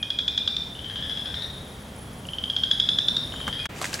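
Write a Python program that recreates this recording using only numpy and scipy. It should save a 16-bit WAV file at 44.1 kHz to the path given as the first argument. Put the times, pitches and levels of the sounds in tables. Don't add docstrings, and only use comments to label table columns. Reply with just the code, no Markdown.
import sys
import numpy as np
from scipy import signal
from scipy.fft import rfft, irfft
from scipy.io import wavfile

SR = 44100
rng = np.random.default_rng(int(sys.argv[2]) if len(sys.argv) > 2 else 0)


def store_wav(level_fs):
    pcm = np.round(np.clip(np.atleast_2d(level_fs), -1, 1) * 32767)
    wavfile.write(sys.argv[1], SR, pcm.T.astype(np.int16))


N = 176400

# frequency in Hz, relative level in dB.
WOOD_AIR_SPECTRUM = [(15, -43), (25, -14), (64, 2.5), (249, -2), (317, -9), (545, -9.5), (1230, -17.5),
                     (1480, -19), (2840, -24), (3430, -25), (4250, -27), (9320, -31), (10100, -28.5),
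                     (11000, -34), (16000, -37)]
SECOND_AIR_SPECTRUM = [(25, -14), (60, 1), (120, 4.5), (360, -4), (1000, -10), (2300, -12),
                       (3000, -12.5), (3500, -19), (6500, -30), (16000, -33)]
CRACK_SPECTRUM = [(300, -4), (900, 2.5), (4500, -1), (9000, -7.5), (12000, -13), (15000, -31)]
SPRAY_SPECTRUM = [(180, -35), (300, -14), (1490, -8), (1620, 3), (1820, -9), (3270, -5.5), (4320, -6.5),
                  (7180, -4), (15000, -24)]
ECHO_SPECTRUM = [(800, -6), (1700, 0), (2100, 1.5), (2600, 0), (3200, -1.5), (3600, 1), (4400, -2.5),
                 (5400, 4), (6800, -4), (12000, -9)]
# frequency in Hz, level of side over mid in dB.
WOOD_AIR_WIDTH = [(60, -43), (110, -38), (200, -26.5), (380, -13), (700, -9), (1290, -4), (2380, -2),
                  (4400, -7.5), (8120, -36.5), (15000, -33)]
SECOND_SPOT_WIDTH = [(60, -28), (110, -36), (200, -23), (380, -14), (700, -9), (1290, -8), (2380, -4.5),
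                     (4400, -9), (8120, -22), (15000, -53)]
IMPACT_WIDTH = [(200, -22), (700, -17), (1500, -6), (3000, -15), (7000, -27), (10000, -42)]
ECHO_WIDTH = [(700, 1), (1700, -7.5), (3000, -6.5), (3700, -12.5), (5200, -38), (7000, -47), (10000, -45)]
# time in seconds, level in dB.
WOOD_AIR_LEVELS = [(0.0, -42.5), (1.16, -39.5), (2.76, -39.5), (3.47, -36.5), (3.48, -34), (3.55, -40),
                   (3.66, -38)]
SPRAY_LEVELS = [(3.74, -56), (3.78, -41.5), (3.81, -45.5), (3.82, -39), (3.855, -34), (3.88, -39.5),
                (3.92, -43.5), (3.945, -31), (3.97, -41.5), (4.0, -44)]
# start in seconds, pitch in Hz, relative level in dB.
INSECT_CHIRPS = [(0.0, 10090, -56), (.71, 10240, -57), (.87, 10350, -57.5), (1.04, 9960, -56),
                 (1.19, 10010, -52), (1.35, 9880, -52), (1.5, 9980, -56), (1.64, 10060, -54),
                 (1.79, 10090, -57.5), (1.95, 10020, -51), (2.11, 10110, -55), (2.26, 10080, -53.5),
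                 (2.42, 10100, -54), (2.57, 10100, -55.5), (2.72, 10100, -53), (2.89, 10250, -53.5),
                 (3.05, 10170, -51.5), (3.21, 10170, -52.5), (3.36, 10250, -51.5), (3.51, 10170, -51)]
# start in seconds, length in seconds, pitch in Hz, level in dB.
WHISTLE_NOTES = [(0.0, 0.093, 2460, -42.5), (.1, .12, 2450, -45.5), (.27, 0.088, 2430, -45.5),
                 (.35, 0.13, 2436, -49), (.45, 0.27, 2405, -51), (3.32, 0.12, 7100, -55.5),
                 (3.585, 0.068, 2460, -41)]
# start in seconds, level in dB, resonance in Hz, level of crack over resonance in dB.
CLOSE_KNOCKS = [(2.267, -40, 7000, -25), (3.338, -30.5, 1310, -23), (3.402, -30, 1480, -17),
                (3.4785, -18.5, 1160, -9), (3.486, -30, 1610, -6.5), (3.6555, -21.5, 1850, -4.5)]
BOOT_SPLASHES = [(3.8145, -23, 780, 1), (3.823, -28, 7000, 1), (3.8295, -21, 910, -12),
                 (3.8425, -19.5, 1760, -5), (3.853, -27, 1800, -5), (3.93, -23.5, 1520, -1),
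                 (3.941, -20.5, 4550, -2), (3.992, -24, 1900, -8)]
# start in seconds, relative level in dB, pitch of the loudest partial in Hz.
NEAR_CALLS = [(0.0278, -15.5, 3290), (0.1032, -14.5, 3356), (0.1875, -12.5, 3385), (0.2793, -11.5, 3407),
              (0.3765, -11.5, 3440), (0.4753, -11.5, 3425), (0.5656, -14.5, 3590), (2.2523, -34, 2920),
              (2.2877, -24, 3000), (2.3336, -22, 3070), (2.384, -19.5, 3140), (2.4384, -16.5, 3135),
              (2.4992, -15, 3270), (2.5646, -12.5, 3320), (2.6354, -11, 3300), (2.7122, -8, 3385),
              (2.799, -8.5, 3380), (2.8883, -8.5, 3414), (2.9861, -9.5, 3444), (3.0834, -9, 3534),
              (3.1662, -12, 3736)]
FAR_CALLS = [(0.7507, -32.5, 3020), (0.7912, -27, 3070), (0.8439, -26.5, 3240), (0.8977, -24, 3300),
             (0.9574, -21.5, 3340), (1.0241, -22, 3320), (1.0955, -21, 3340), (1.1721, -22, 3355),
             (1.2575, -22, 3340), (1.3414, -21, 3320), (1.4206, -24, 3870), (3.322, -29.5, 2970),
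             (3.361, -27, 3020), (3.4127, -24, 3240), (3.468, -23, 3200), (3.5271, -19.5, 3220),
             (3.5922, -20.5, 3250), (3.6624, -28, 3310)]
# time in seconds, pitch in Hz.
NEAR_ECHO_PITCH = [(0.03, 3274), (.19, 3422), (.38, 3554), (.57, 3630), (2.25, 3100), (2.5, 3190),
                   (2.8, 3470), (2.99, 3570), (3.17, 3697)]
FAR_ECHO_PITCH = [(.75, 3090), (.96, 3306), (1.26, 3493), (1.339, 3670), (1.42, 3796), (3.32, 3060),
                  (3.53, 3270), (3.66, 3340)]
# multiple of the fundamental, relative level in dB.
NEAR_PARTIALS = [(1, -38), (2, 0), (3, -23.5), (4, -30)]
FAR_PARTIALS = [(1, -26), (2, 0.5), (3, -20), (4, -31.5)]
# frequency in Hz, relative level in dB.
NEAR_RASP_SPECTRUM = [(600, -26), (1200, -7.5), (1600, 6.5), (2200, -15), (2800, -2), (4000, 1.5),
                      (5000, -1.5), (6800, -13), (7600, -31), (15000, -41)]
FAR_RASP_SPECTRUM = [(600, -27), (1300, -4), (1700, 9), (2300, -10), (2900, -2), (3900, 2), (4600, -7),
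                     (5400, -10), (6600, -17.5), (9000, -26)]

ATTACK_S, RELEASE_S, HOLD_SHARE, HOLD_MAX_S = 0.00055, 0.0021, 0.053, 0.0035
ONSET_SHARP, SETTLE_S, RASP_ATTACK_S, RASP_DECAY_S = 0.048, 0.00059, 0.00054, 0.0038
PUSH_DB_PER_S, NEUTRAL_PAUSE_S = 110, 0.082
CATCH_S, CATCH_WIDTH_S, CATCH_DEPTH, CATCH_SAG = 0.0023, 0.00051, 0.29, 0.048


def undb(db):
    return 10 ** (np.asarray(db) / 20)


def unit(x):
    return x / np.sqrt(np.mean(x ** 2))


def curve(rows):
    return np.interp(np.arange(N) / SR, *np.array(rows).T)


def colour(x, spectrum):
    hz, db = np.array(spectrum, float).T
    bins_hz = np.maximum(np.fft.rfftfreq(len(x), 1 / SR), 1)
    return irfft(rfft(x) * undb(np.interp(np.log(bins_hz), np.log(hz), db)), len(x))


def noise(spectrum):
    return unit(colour(rng.standard_normal(N), spectrum))


def flutter(width_hz):
    hz = np.fft.fftfreq(N, 1 / SR)
    white = rng.standard_normal(N) + 1j * rng.standard_normal(N)
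    modulation = np.fft.ifft(white / (1 + (hz / width_hz) ** 4))
    return modulation / np.std(modulation)


def stereo(mid, side):
    return np.array([mid + side, mid - side])


def add(out, start_s, x):
    i = int(np.clip(start_s * SR, 0, N - 1))
    out[i:i + len(x)] += x[:N - i]


def diffuse_field(spectrum, width):
    return stereo(noise(spectrum), colour(noise(spectrum), width))


def wavering_tone(hz, width_hz):
    carrier = np.exp(2j * np.pi * hz * np.arange(N) / SR)
    return np.sqrt(2) * (flutter(width_hz) * carrier).real


def wood_air():
    rumble = diffuse_field(WOOD_AIR_SPECTRUM, WOOD_AIR_WIDTH) * undb(curve(WOOD_AIR_LEVELS))
    hum = undb(-56) * wavering_tone(hz=69.8, width_hz=4.8)
    chorus = undb(-56) * wavering_tone(hz=3260, width_hz=220)
    return rumble + hum + chorus


def distant_notes(rows, glide_hz, width_hz):
    out, blur = np.zeros(N), flutter(width_hz)
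    for start, length, hz, db in rows:
        progress = np.linspace(0, 1, int(length * SR))
        carrier = np.exp(2j * np.pi * np.cumsum(hz + glide_hz * (progress - .5)) / SR)
        tone = (carrier * np.roll(blur, -int(start * SR))[:len(progress)]).real
        swell = np.abs(np.sin(np.pi * progress ** 0.54)) ** 0.4
        add(out, start, np.sqrt(2) * undb(db) * swell * tone)
    return out


def insect(chirp_s=0.15):
    rows = [(start, chirp_s, hz, db) for start, hz, db in INSECT_CHIRPS]
    return undb(-1.5) * distant_notes(rows, glide_hz=49, width_hz=85)


def whistlers():
    return distant_notes(WHISTLE_NOTES, glide_hz=-17, width_hz=51)


def impacts(rows, decay_s, spread, attack_s=0.00046):
    mid, side = np.zeros((2, N))
    t = np.arange(SR // 20) / SR
    envelope = (1 - np.exp(-t / attack_s)) * np.exp(-t / decay_s)
    for channel in (mid, side):
        cracks = noise(CRACK_SPECTRUM)
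        for k, (start, db, hz, crack_db) in enumerate(rows):
            band = signal.butter(1, [hz / (1 + spread), hz * (1 + spread)], "band", fs=SR)
            body = unit(signal.lfilter(*band, signal.lfilter(*band, rng.standard_normal(len(t)))))
            crack = undb(crack_db) * cracks[k * len(t):(k + 1) * len(t)]
            add(channel, start, undb(db) * envelope * (body + crack))
    return stereo(mid, colour(side, IMPACT_WIDTH))


def wading_boot():
    grains = unit(undb(2.6 * flutter(width_hz=250).real))
    slaps = impacts(BOOT_SPLASHES, decay_s=0.0032, spread=0.3)
    spray = diffuse_field(SPRAY_SPECTRUM, SECOND_SPOT_WIDTH) * grains * undb(curve(SPRAY_LEVELS))
    return slaps + spray


def trunk_echoes(x, early_t60_s=0.66, late_t60_s=1.97, late_db=-19.5, delay_s=0.005):
    t = np.arange(SR * 3 // 2) / SR
    decay = (1000 ** (-t / early_t60_s) + undb(late_db) * 1000 ** (-t / late_t60_s)) * (t > delay_s)
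    response = decay / np.sqrt(np.sum(decay ** 2)) * rng.standard_normal((2, len(t)))
    return signal.fftconvolve(x[None], response, axes=1)


def vocal_pulse(hz, pause_s, partials, wobble, rasp):
    t = np.arange(len(rasp)) / SR
    hold_s = min(HOLD_SHARE * pause_s, HOLD_MAX_S)
    push = undb(PUSH_DB_PER_S * (pause_s - NEUTRAL_PAUSE_S))
    catch = np.exp(-((t - CATCH_S) / CATCH_WIDTH_S) ** 2) * push ** 2
    envelope = (1 - np.exp(-t / ATTACK_S)) * np.exp(-np.maximum(t - hold_s, 0) / RELEASE_S)
    fundamental_hz = hz / 2 * (1 + ONSET_SHARP * np.exp(-t / SETTLE_S) - CATCH_SAG * catch + wobble)
    phase = 2 * np.pi * np.cumsum(fundamental_hz) / SR
    tone = sum(undb(db) * (1 if k == 2 else push) * np.sin(k * phase) for k, db in partials)
    rasp_envelope = (1 - np.exp(-(t / RASP_ATTACK_S) ** 2)) * np.exp(-t / RASP_DECAY_S)
    return envelope * (1 - CATCH_DEPTH * catch) * tone + push * rasp_envelope * rasp


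def frog(pulses, echo_pitch, partials, rasp_spectrum, rasp_db, jitter, direct_db, echo_db):
    direct, mid, side = np.zeros((3, N))
    pulse_samples = SR // 50
    rasp = undb(rasp_db) * noise(rasp_spectrum)
    wobble = jitter * flutter(width_hz=400).real
    gaps = np.diff([row[0] for row in pulses])
    pauses = np.minimum(np.r_[gaps[0], gaps], np.r_[gaps, gaps[-1]])
    for k, ((start, db, hz), pause_s) in enumerate(zip(pulses, pauses)):
        own = slice(k * pulse_samples, (k + 1) * pulse_samples)
        voice = (pause_s, partials, wobble[own], rasp[own])
        add(direct, start, undb(db) * vocal_pulse(hz, *voice))
        echo_hz = np.interp(start, *np.array(echo_pitch).T)
        echo_mid, echo_side = undb(db) * trunk_echoes(vocal_pulse(echo_hz, *voice))
        add(mid, start, echo_mid)
        add(side, start, echo_side)
    echoes = stereo(colour(mid, ECHO_SPECTRUM), colour(colour(side, ECHO_SPECTRUM), ECHO_WIDTH))
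    return undb(direct_db) * direct + undb(echo_db) * echoes


def two_frogs():
    near = frog(NEAR_CALLS, NEAR_ECHO_PITCH, NEAR_PARTIALS, NEAR_RASP_SPECTRUM,
                rasp_db=-16, jitter=0.015, direct_db=0.5, echo_db=-2)
    far = frog(FAR_CALLS, FAR_ECHO_PITCH, FAR_PARTIALS, FAR_RASP_SPECTRUM,
               rasp_db=-9, jitter=0.024, direct_db=-1.5, echo_db=4)
    pan_left = undb([[1.5], [-1.5]])
    return near + far * pan_left


def scene():
    t = np.arange(N) / SR
    wood = two_frogs() + insect() + whistlers() + wood_air()
    wood += impacts(CLOSE_KNOCKS, decay_s=0.004, spread=0.45)
    second_spot = undb(-38) * diffuse_field(SECOND_AIR_SPECTRUM, SECOND_SPOT_WIDTH) + wading_boot()
    dropout_s, change_s, fade_s = 3.672, 3.692, 0.0068
    fade_out = np.clip((dropout_s - t) / fade_s, .01, 1) * (t < change_s)
    fade_in = np.clip((t - change_s) / fade_s + .5, 0, 1)
    return wood * fade_out + second_spot * fade_in


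def record(dry):
    cutoff_hz = 15900
    return signal.sosfilt(signal.ellip(10, .2, 80, cutoff_hz, fs=SR, output="sos"), dry)


dry = scene()
out = record(dry)
store_wav(out)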